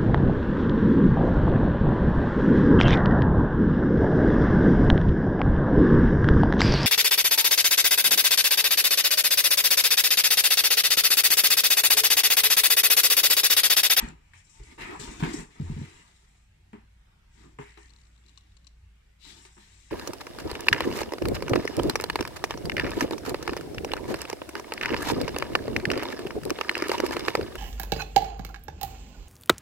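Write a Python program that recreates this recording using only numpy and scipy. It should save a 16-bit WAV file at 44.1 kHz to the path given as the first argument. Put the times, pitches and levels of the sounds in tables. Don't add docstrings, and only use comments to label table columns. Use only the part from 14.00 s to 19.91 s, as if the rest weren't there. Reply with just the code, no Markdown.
import sys
import numpy as np
from scipy import signal
from scipy.fft import rfft, irfft, next_fast_len
from scipy.io import wavfile
from scipy.ndimage import uniform_filter1d, map_coordinates

SR = 44100
rng = np.random.default_rng(int(sys.argv[2]) if len(sys.argv) > 2 else 0)


def gain_from_decibels(decibels):
    exponent = np.asarray(decibels, float) / 20
    return 10 ** exponent


def put_to_file(sound):
    columns = np.atleast_2d(sound).T
    safe = np.clip(columns, -1, 1)
    whole_steps = np.round(safe * 32767)
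    wavfile.write(sys.argv[1], SR, whole_steps.astype(np.int16))


N = 260631
CONTROL_S = np.arange(N * 1000 // SR + 2) / 1000


# time in seconds, left-right in dB.
SIDE_OF_HISS = [(0.0, 6), (0.56, 9.5), (0.79, 1), (0.92, 8.5), (3.09, -1), (3.36, 15), (3.64, 2), (3.8, 6),
                (4.72, 5), (4.99, -3), (5.12, 20), (5.53, 3), (5.91, 9)]


def handling():
    pan_db, = curves(SIDE_OF_HISS)

    def lean(share):
        return gain_from_decibels(share * np.outer([.5, -.5], pan_db - 3.5))

    near = two_mics(cover_scrape() + board_drone())
    near = near + two_mics(page_rub()) * lean(0.3)
    near = near + two_mics(page_swish()) * lean(0.75)
    near = near + two_mics(finger_hiss()) * lean(1.0)
    return filtered(near, lambda hz: 1 / (1 + (hz / 13000) ** 4))


SHIVER_DB = (-12, -21.5, -19, -22.5)
SHIVER_FADES = (237, 200, 190)


def shiver(blows, db, fade):
    after = CONTROL_S - np.array(blows)[:, :1]
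    level_db = np.array(blows)[:, 1:] + db - fade * np.abs(after)
    return stretched(np.sqrt(np.sum((after > 0) * gain_from_decibels(level_db) ** 2, axis=0)))


def crack_shiver(part):
    cracks = [(s, db + crack_db) for s, db, _, _, crack_db in KNOCKS]
    return shiver(cracks, SHIVER_DB[part], SHIVER_FADES[part])


def strokes(rows, over=False):
    grip_least_s, creep_s_per_db = 0.0087, 0.0095
    let_go_db_per_s, linger_db, linger_db_per_s = 325, -17, 48.5
    power = 0
    for s, length, db, change_db, *mix in rows:
        u = CONTROL_S - s
        grip_s = grip_least_s + creep_s_per_db * max(-61.5 - db - max(change_db, 0), 0)
        after = np.clip(u - length, 0, 9)
        let_go = gain_from_decibels(-let_go_db_per_s * after * (grip_least_s / grip_s) ** 0.55)
        release = np.hypot(let_go, gain_from_decibels(linger_db - linger_db_per_s * after))
        level = db + over * sum(mix) + change_db * np.clip(u / length, 0, 1)
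        grip = np.clip(u / grip_s, 0, 1) if s > 0 else 1
        power = power + (gain_from_decibels(level) * release * grip) ** 2
    return stretched(np.sqrt(power))


def friction(table, grit_db, lumpy_db, patchy_db=3.0):
    grains = gain_from_decibels(grit_db * np.clip(rng.standard_normal((2, N)), -2, 2))
    pressure = gain_from_decibels(lumpy_db * (wobble(30) + wobble(110)))
    drive = rng.standard_normal((2, N)) * grains * pressure
    return unit(patchy(filtered(drive, modes(table)), patchy_db))


def patchy(x, depth_db):
    z = signal.stft(x, nperseg=1024)[2]
    field = uniform_filter1d(rng.standard_normal(z.shape[1:]), size=3, axis=0)
    field = uniform_filter1d(field, size=7, axis=1)
    return signal.istft(z * gain_from_decibels(depth_db * unit(field)), nperseg=1024)[1][:, :N]


# start in seconds, length in seconds, scrape level in dB,
# change along the stroke in dB, desk drone over the scrape in dB.
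DRAGS = [(0, 0.092, -47, -4, -11), (.333, .12, -78, -5, 2), (.46, 0.27, -80.5, 18, 0.5),
         (.776, 0.19, -49, 1.5, -1.5), (1.0, 0.19, -48.5, -8.5, 3.5), (1.195, 0.023, -46, -0.5, 2.5),
         (1.25, 0.16, -47.5, -6.5, 1.5), (1.55, 0.13, -66.5, 5, 3.5), (1.66, 0.45, -58, -11.5, -4.5),
         (2.06, 0.31, -75, -4, -2.5), (2.9, 0.38, -75.5, -0.5, -5.5), (3.33, 0.12, -79, 12, 7),
         (2.4, 0.34, -85, -5.5, 8), (4.3, 0.93, -86, -4.5, 5), (3.8, 0.71, -74.5, -11, 2),
         (5.23, 0.17, -65, -1.5, -2), (5.56, 0.46, -71.5, -7.5, -3)]
# resonance in Hz, width in Hz, level in dB.
BOARD = [(520, 270, -14), (698, 114, -7), (924, 80, 0), (1222, 122, -3), (1610, 247, -8.5)]


def cover_scrape():
    gain = np.hypot(strokes(DRAGS), crack_shiver(0))
    return gain_from_decibels(2.0) * gain * friction(BOARD, grit_db=3.5, lumpy_db=0.0)


# resonance in Hz, width in Hz, level in dB.
DRONE = [(142.5, 53, -2.5), (241, 106, 0.5), (323.4, 82, 2), (420, 63, -1), (467, 82, -8)]


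def board_drone():
    return gain_from_decibels(3.5) * desk_drive() * friction(DRONE, grit_db=3.5, lumpy_db=1.6)


def desk_drive():
    thuds = shiver([k[:2] for k in KNOCKS + REBOUNDS], SHIVER_DB[2], SHIVER_FADES[2])
    landings = shiver([b[:2] for b in BOUNCES], SHIVER_DB[3], SHIVER_FADES[2])
    return np.hypot(strokes(DRAGS, over=True), np.hypot(thuds, landings))


# start in seconds, length in seconds, rub level in dB,
# change along the stroke in dB, swish over the rub in dB.
PAGES = [(0, 0.11, -44, -13.5, -10.5), (.333, 0.096, -56, -13, -12), (.46, 0.27, -77.5, 16, -0.5),
         (.775, 0.04, -56, 11.5, -12), (.81, 0.18, -43.5, -13, -10.5), (.995, 0.065, -54, -1.5, 4),
         (1.07, 0.12, -54.5, -4, -2), (1.19, 0.033, -51, -4.5, -1), (.15, 0.22, -79, 6.5, -10),
         (1.228, 0.19, -49, -6, -2), (1.5, 0.31, -67.5, 8, -3), (1.82, 0.2, -56.5, -6, -6),
         (1.99, 0.39, -68.5, -12, 1.5), (3.29, 0.14, -77, 7.5, -1.5), (3.6, 0.25, -62, -4.5, -8),
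         (3.8, 0.56, -70.5, -13, -6), (4.2, 0.45, -73.5, -12.5, 4), (5.18, 0.069, -79, 10, 13),
         (5.247, 0.07, -66, 4, 3), (5.33, 0.14, -65, -5, 4.5), (5.56, 0.37, -65.5, -8.5, 2),
         (5.902, .03, -50, 5, -21)]
# resonance in Hz, width in Hz, level in dB.
PAPER = [(1883, 387, 0.5), (2410, 587, 0.5), (2880, 570, -3.5)]


def page_rub():
    gain = np.hypot(strokes(PAGES), crack_shiver(1))
    return gain_from_decibels(3.0) * gain * friction(PAPER, grit_db=4.0, lumpy_db=0.2)


# resonance in Hz, width in Hz, level in dB.
SHEET = [(3420, 1800, -2.5), (3950, 250, 5.5), (4500, 1160, -7.5)]


def page_swish():
    return gain_from_decibels(3.0) * strokes(PAGES, over=True) * friction(SHEET, grit_db=4, lumpy_db=1.15)


# start in seconds, length in seconds, hiss level in dB,
# change along the stroke in dB.
SLIDES = [(0, 0.079, -56.5, -4), (.33, 0.063, -68, 7), (.43, 0.032, -63, -2.5), (.488, 0.15, -62, -4.5),
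          (.63, 0.14, -62, -2), (.782, 0.24, -59.5, -2.5), (.989, 0.048, -47.5, 2.5), (1.06, 0.073, -56, 4),
          (.15, 0.23, -83.5, 10.5), (1.15, .18, -55.5, 2), (1.328, 0.095, -42.5, -8),
          (1.46, 0.12, -72.5, 4), (1.62, .4, -62, -2), (2.0, 0.42, -67.5, -7), (2.4, 1.1, -84, -3),
          (2.734, .08, -79, -10), (3.27, 0.18, -74.5, 4), (3.59, 0.22, -61.5, -21), (3.775, 0.078, -63, -5),
          (3.85, 1.27, -73, -15), (5.185, .07, -78, 12.5), (5.26, 0.2, -64, 5), (5.49, 0.41, -65, 0)]
# resonance in Hz, width in Hz, level in dB.
SKIN = [(5470, 1030, 4.5), (7780, 910, 11.5), (9640, 530, -1), (12500, 4000, -25)]


def finger_hiss():
    return gain_from_decibels(1.0) * strokes(SLIDES) * friction(SKIN, grit_db=4.0, lumpy_db=0.85)


# time in seconds, peak in dB, pitch in Hz, lid mode in dB, crack in dB.
KNOCKS = [(.024, -29, 225, -18, -23), (0.335, -57.5, 124.3, -21, 5), (0.598, -45, 117, -6.5, -15),
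          (.782, -46, 300, -2, 3), (.993, -35, 135, -4.5, -14), (1.074, -40, 357, -9, 1),
          (1.2247, -13, 158, -22, -17), (1.235, -29, 276, -4, 4), (1.338, -25, 300, -32, -23),
          (1.386, -29.5, 177, -27, -9.5), (2.731, -37, 204.6, -9, -5), (3.439, -54.5, 149, -3.5, -7.5),
          (3.587, -39, 260, 0, 3.5), (3.773, -47, 340, -1, 1), (5.451, -52, 370, -12, 3),
          (5.567, -50.5, 353, -23, -1), (5.578, -55, 206.6, -7, 5), (5.904, -61, 120, -10, 6)]
# time in seconds, peak in dB, pitch in Hz, lid mode in dB.
REBOUNDS = [
    (.0372, -31, 235, -21),
    (.072, -38, 150, -12),
    (.095, -42, 160, -10),
    (2.7405, -40, 222, -20),
    (3.5912, -32, 140, -2),
    (1.3945, -36, 200, -15),
]
# resonance in Hz, width in Hz, level in dB.
CRACK = [(750, 70, -8), (920, 150, 8.5), (1180, 150, 2), (1410, 140, -1), (1740, 210, 6.5), (1995, 370, 5),
         (2420, 650, 1), (3150, 400, -4.5), (7600, 560, -14.5)]


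def knocks():
    hard_ring_s, ring_s_per_db = 0.098, 0.01
    stiff_hz = 228
    thud, burst, t = np.zeros(N + SR), np.zeros((2, N + SR)), np.arange(SR // 2) / SR
    chance = rng.standard_normal((len(KNOCKS), 2, len(t)))
    contacts = [*zip(KNOCKS, chance)] + [((*row, 0), 0) for row in REBOUNDS]
    glide = t + 0.00056 * (1 - np.exp(-t / 0.0016))
    for (s, db, hz, lid_db, crack_db), noise in contacts:
        t60 = hard_ring_s + ring_s_per_db * max(-33.5 - db, 0) * min(stiff_hz / hz, 1) ** 2.5
        at = slice(round(s * SR), round(s * SR) + len(t))
        note = np.sin(2 * np.pi * hz * glide) * gain_from_decibels(-60 * t / t60)
        lid = np.sin(2 * np.pi * 410 * t) * gain_from_decibels(lid_db - 60 * t / 0.19)
        thud[at] -= gain_from_decibels(db) * (note + lid) * (1 - np.exp(-t / 0.0022))
        fade = gain_from_decibels(-60 * t / 0.0042) + gain_from_decibels(-16.5 - 60 * t / 0.4)
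        burst[:, at] += gain_from_decibels(db + crack_db) * noise * fade
    return thud[:N], gain_from_decibels(11) * filtered(burst[:, :N], modes(CRACK))


# time in seconds, peak in dB, stand ring in dB.
BOUNCES = [
    (1.599, -20.5, 2),
    (1.698, -22, 0.5),
    (1.764, -25, 4),
    (1.815, -26.5, -10),
]
# delay in seconds, level in dB.
RATTLE = [
    (0, 1),
    (0.0135, -3),
    (0.0207, -3.5),
]
# pitch in Hz, t60 in seconds.
STAND = (87, 0.33)


def bounces():
    out, t = np.zeros(N + SR), np.arange(SR // 2) / SR
    stand_hz, stand_t60 = STAND

    def push(u):
        return np.sin(2 * np.pi * 160 * u - 1.6) * np.exp(-((u - .0055) / 0.0044) ** 2) * (u > 0)

    pushes = sum(gain_from_decibels(db) * push(t - s) for s, db in RATTLE)
    ring = -gain_from_decibels(-60 * t / stand_t60) * np.sin(2 * np.pi * stand_hz * t) * (1 - np.exp(-(t / 0.042) ** 4))
    for s, db, ring_db in BOUNCES:
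        after = out[round(s * SR):][:len(t)]
        after[:] = after * np.exp(-t / 0.0032) + gain_from_decibels(db - 2.0) * (pushes + gain_from_decibels(ring_db) * ring)
    return out[:N]


# time in seconds, rms in dB, pitch in Hz, t60 in seconds, left-right in dB.
CREASES = [(.7853, -44, 1670, .04, 4), (.8097, -42, 2200, .04, 6), (.822, -45, 2300, .04, 4),
           (.834, -42, 1900, 0.056, 4), (.873, -46, 2000, .04, 4), (.908, -43, 2200, .06, 4),
           (.925, -42, 1010, .06, 0), (.9958, -44, 1830, .03, 5), (1.012, -43, 4400, 0.067, 10),
           (1.0357, -44, 4430, .05, 9), (1.2033, -42, 2410, .06, 4), (1.2353, -38, 1870, 0.036, 4),
           (1.236, -41, 3100, 0.027, 4), (1.246, -36, 1100, .06, 2), (1.247, -39, 2400, .04, 2),
           (1.262, -44, 2100, .04, 4), (1.29, -43, 1750, 0.13, 2), (1.3315, -45, 2100, .04, 2),
           (1.333, -43, 4600, .05, 7), (1.3879, -46, 1880, .05, 4), (.334, -48, 1800, .025, 5),
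           (3.377, -63, 1800, .05, 5), (3.606, -52, 1650, .05, 3), (3.618, -54, 1940, .1, 3),
           (3.66, -57, 1750, .12, 3), (3.775, -53, 1050, 0.078, 5), (3.776, -54, 2400, .06, 3),
           (5.2038, -69, 3820, .06, 11), (5.2497, -57, 2770, .04, 8), (5.2505, -57, 1100, .04, 2),
           (5.266, -53, 4000, .04, 8), (5.2741, -50, 4010, .05, 8), (5.292, -52, 3500, .05, 8),
           (5.302, -56, 3000, .05, 6), (5.296, -55, 2050, .1, 4), (5.32, -57, 2700, .05, 5),
           (5.4512, -52, 2200, .05, 3), (5.5749, -56, 1270, .06, 3), (5.6303, -61, 3780, .08, 6),
           (3.433, -63, 1100, .1, 3)]


def creases():
    sharpness, grit_db, rise_s = 4.5, 6, .0008
    out, t = np.zeros((2, N + SR)), np.arange(SR // 5) / SR
    f = np.fft.rfftfreq(2 * len(t), 1 / SR)
    chance = rng.standard_normal((len(CREASES), 3, len(t)))
    for (s, db, hz, t60, pan_db), (noise, other, grit) in zip(CREASES, chance):
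        right = 0.6 * np.roll(noise, 24) + 0.8 * other
        drive = unit(np.array([noise, right]) * gain_from_decibels(grit_db * grit.clip(-2, 2)))
        drive = drive * gain_from_decibels(-60 * t / t60) * (1 - np.exp(-t / rise_s))
        panel = modes([(hz, hz / sharpness, 0)])(f) * np.sqrt(SR * sharpness / (np.pi * hz))
        sides = gain_from_decibels(db + pan_db * np.array([[.5], [-.5]]))
        burst = irfft(rfft(drive, 2 * len(t)) * panel)[:, :len(t)]
        out[:, round(s * SR):][:, :len(t)] += sides * burst
    return out[:, :N]


# time in seconds, peak in dB, pitch in Hz.
SPINE = [(3.7053, -49, 3900), (3.738, -53, 3990), (3.774, -52, 4100), (3.8293, -49, 4170),
         (3.858, -50, 4500), (3.8793, -52, 3680), (3.894, -49, 3820), (3.9031, -46.5, 4350),
         (3.9335, -48, 3930), (3.962, -49, 4100), (4.0137, -48.5, 3960), (4.034, -56, 4500),
         (4.0517, -54, 4050), (4.0672, -54, 3950), (4.1773, -54, 4070), (4.263, -48.5, 4060),
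         (4.2824, -48, 4000), (4.375, -39, 4000), (4.5188, -59, 3810), (4.5675, -44.5, 4200),
         (4.644, -52.5, 4000), (4.6683, -38, 4060)]
# time in seconds, peak in dB, pitch in Hz.
FURTHER_TICKS = [(3.378, -57, 4100), (3.68, -57, 3600), (3.694, -54, 3700), (3.72, -56, 4300), (3.985, -56, 3920),
                 (4.001, -59, 4000), (4.1481, -59, 4060), (4.1596, -56, 3740), (4.2374, -59, 3470),
                 (4.3561, -58, 3910), (4.4359, -58, 3800)]
# time in seconds, peak in dB, left-right in dB, pitch in Hz, high mode in dB.
SNAPS = [(.086, -47, 2.5, 4000, 0), (.3994, -54, 6, 3380, -11), (.497, -62.5, 15, 4460, 5),
         (.6335, -48, 14, 4600, -4.5), (.8081, -42, 10, 3950, -7), (.9978, -39, 18, 4400, 2.5),
         (1.5263, -57, 11, 3870, -16), (1.6104, -49, 10, 3560, -7), (4.2928, -50.5, 12, 3980, -10),
         (4.408, -54, 8, 3880, -17), (5.25, -44, 24, 4140, -17), (5.4514, -47, 4.4, 4620, -22)]


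def ticks(spine, snaps=()):
    out, t = np.zeros((2, N + SR)), np.arange(SR // 30) / SR
    spine_pan_db, spine_high_db = 16, -16
    rows = [(s, db, spine_pan_db, hz, spine_high_db) for s, db, hz in spine] + list(snaps)
    attack = 1 - np.exp(-(t / 0.00017) ** 2)
    for (s, db, pan_db, hz, high_db), u in zip(rows, rng.random((len(rows), 3, 16))):
        stutter_s = .005 + 0.0042 * np.clip((db + 49.0) / 8, 0, 1)
        slips = np.zeros(len(t))
        slip_at = (u[0] ** 1.3 * stutter_s * SR).astype(int)
        slips[slip_at] = np.sign(u[1] - .5) * gain_from_decibels(-9 * u[2] - 5.1 * u[0])
        notes = [(hz, 0, 0.0057), (7330, high_db + 7.5, 0.0076), (1130, -20, 0.023), (5780, -7.5, 0.0073),
                 (2894, -14.0, 0.019), (1950, -17, 0.006), (9100, -14.5, 0.0039)]
        body = sum(gain_from_decibels(d - 60 * t / t60) * np.sin(2 * np.pi * f * t) for f, d, t60 in notes)
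        tick = gain_from_decibels(db + 2.5) * np.convolve(slips, body * attack)[:len(t)]
        out[0, round(s * SR):][:len(t)] += tick
        out[1, round(s * SR) + 10:][:len(t)] += gain_from_decibels(-1.2 * pan_db) * tick
    return out[:, :N]


# frequency in Hz, common share of the sound (0 to 1).
DIRECT = [(60, 0.66), (130, 1), (300, 0.86), (700, 0.42), (2000, 0.1), (8000, 0.25)]
# frequency in Hz, left-right in dB.
BALANCE = [(60, -0.5), (380, 0), (540, -8.5), (720, 8), (950, 5), (1290, 0), (2380, 2.5), (4400, 4.5),
           (7400, 4.5), (8600, 2), (9500, -11), (11000, -5.5), (15000, 2.5)]


def two_mics(pair, lag_s=0.000553):
    def paths(hz):
        share, shade = np.clip(along(DIRECT, hz), 0, 1), gain_from_decibels(along(BALANCE, hz) / 2)
        delay = np.exp(-2j * np.pi * hz * lag_s)
        return [shade, share / shade * delay, np.sqrt(1 - share ** 2) / shade]
    left, late, other = filtered(pair[[0, 0, 1]], paths)
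    return np.array([left, late + other])


# frequency in Hz, t60 in seconds.
ROOM = [(100, 0.14), (1000, 0.88), (4000, 0.33), (12000, 0.24)]


def room(x):
    hz, t, z = signal.stft(rng.standard_normal((2, SR // 2)), SR, nperseg=256)
    tail = signal.istft(z * gain_from_decibels(-60 * t / along(ROOM, hz)[:, None]), SR, nperseg=256)[1]
    tail = tail / np.linalg.norm(tail[0])
    return signal.fftconvolve(np.pad(x, (250, 0))[None], tail, axes=1)[:, :N]


# time in seconds, peak in dB, pitch in Hz, half length in seconds.
JOLTS = [
    (0.04, -29, 44, 0.014),
    (0.37, -52, 90.6, 0.037),
    (0.618, -37.5, 46.6, 0.019),
    (0.695, -50.5, 66, 0.029),
    (0.832, -45, 41, 0.013),
    (1.092, -34, 47.7, 0.012),
    (1.247, -39, 45.3, 0.045),
    (1.396, -43, 40.6, 0.035),
    (1.721, -38.5, 31.9, .04),
    (4.851, -53.5, 85, 0.041),
]


def jolts():
    t, out = np.arange(N) / SR, np.zeros(N)
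    for s, db, hz, half in JOLTS:
        out -= gain_from_decibels(db) * np.cos(2 * np.pi * hz * (t - s)) * np.exp(-((t - s) / half) ** 2)
    return out


# resonance in Hz, width in Hz, level in dB.
RUMBLE = [(90, 16, -2), (161.5, 87, -8.5)]


def rumble_and_sway():
    follow_s = 0.084
    busy = np.sqrt(np.abs(uniform_filter1d(desk_drive() ** 2, size=int(follow_s * SR))))

    def moving(table, rest_db, over_drive_db):
        noise = filtered(rng.standard_normal(N), lambda hz: modes(table)(hz) ** 2)
        return np.hypot(gain_from_decibels(rest_db), gain_from_decibels(over_drive_db) * busy) * unit(noise)

    return gain_from_decibels(3.5) * moving(RUMBLE, -70, -13.5) + gain_from_decibels(8.5) * moving([(33, 30, 0)], -74, -17)


# hum in Hz, wander in Hz, swell in dB.
BOOM = (58, 2.2, 2.4)
# time in seconds, level in dB.
HUM = [(0, -54), (.5, -75.5), (1.22, -56), (1.45, -74), (2.1, -71.5), (2.8, -63), (3.3, -65.5),
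       (3.6, -59.5), (4.15, -60.5), (4.9, -60.5), (5.3, -63), (5.91, -61)]


def far_hum():
    hum_hz, wander_hz, swell_db = BOOM
    boom_db, = curves(HUM)
    swell = gain_from_decibels(swell_db * wobble(7))
    phase = 2 * np.pi * np.cumsum(hum_hz + wander_hz * wobble(22)) / SR
    return gain_from_decibels(boom_db + 3.0) * unit(swell * np.sin(phase))


# frequency in Hz, level in dB per Hz.
AIR = [(12, -40.5), (20, -15.5), (64, 24), (122, -13.5), (213, -13), (252, -45), (306, -36.5), (478, -37),
       (812, -39), (933, -45.5), (1300, -45), (2090, -42.5), (2760, -46.5), (4440, -54), (15500, -68)]
# frequency in Hz, left-right likeness (-1 to 1).
ALIKE = [(60, 0.4), (99, 0.13), (160, 0.12), (270, 0.58), (450, -0.73), (740, -0.61), (1220, 0.55),
         (2010, -0.12), (3330, -0.049), (5500, 0.11), (9080, -0.11), (15000, -0.35)]


def still_air():
    def colour(hz):
        turn = np.arccos(np.clip(along(ALIKE, hz), -1, 1)) / 2
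        return gain_from_decibels(along(AIR, hz)) * (hz / (hz + 130)) ** 6 * [np.cos(turn), np.sin(turn)]
    mid, side = filtered(rng.standard_normal((2, N)), colour)
    air = np.array([mid + side, mid - side]) / np.std(filtered(mid, lambda hz: hz > 500))
    return gain_from_decibels(-74.5 + wobble(3.4) / 2) * patchy(air, depth_db=2.5)


def background():
    return still_air() + far_hum() + rumble_and_sway() + jolts()


def unit(x):
    return x / np.sqrt(np.mean(x ** 2) + 1e-20)


def along(points, hz):
    f, v = np.transpose(points)
    return np.interp(np.log(hz + 1), np.log(f + 1), v)


def curves(rows):
    s, *cols = np.transpose(rows)
    return [np.interp(np.arange(N) / SR, s, c) for c in cols]


def stretched(control):
    return np.interp(np.arange(N) / SR, CONTROL_S, control)


def wobble(rate):
    knots = rng.standard_normal(int(N * rate / SR) + 4)
    return map_coordinates(knots, [np.arange(N) * rate / SR])


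def filtered(x, response):
    m = next_fast_len(N + SR // 2)
    return irfft(rfft(x, m) * response(np.fft.rfftfreq(m, 1 / SR)), m)[..., :N]


def modes(table):
    def response(f):
        return sum((-1) ** k * gain_from_decibels(db) * 1j * f * width / (hz * hz - f * f + 1j * f * width)
                   for k, (hz, width, db) in enumerate(table))
    return response


def scene():
    thud, crack = knocks()
    low, small = thud + bounces(), ticks(SPINE, SNAPS)
    struck = two_mics(np.array([low, gain_from_decibels(-40) * np.roll(low, 90)]) + crack)
    echo = room(gain_from_decibels(-25.0) * crack[0] + gain_from_decibels(-17.5) * small[0] + gain_from_decibels(-24.0) * low)
    return handling() + struck + creases() + small + ticks(FURTHER_TICKS) + echo + background()


def low_pass(x):
    return signal.sosfilt(signal.butter(12, 15680, fs=SR, output="sos"), x)


def record(dry):
    top_hz = 15650
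    mix = filtered(dry, lambda hz: hz < top_hz)
    return low_pass(mix)


dry = scene()
out = record(dry)
put_to_file(out)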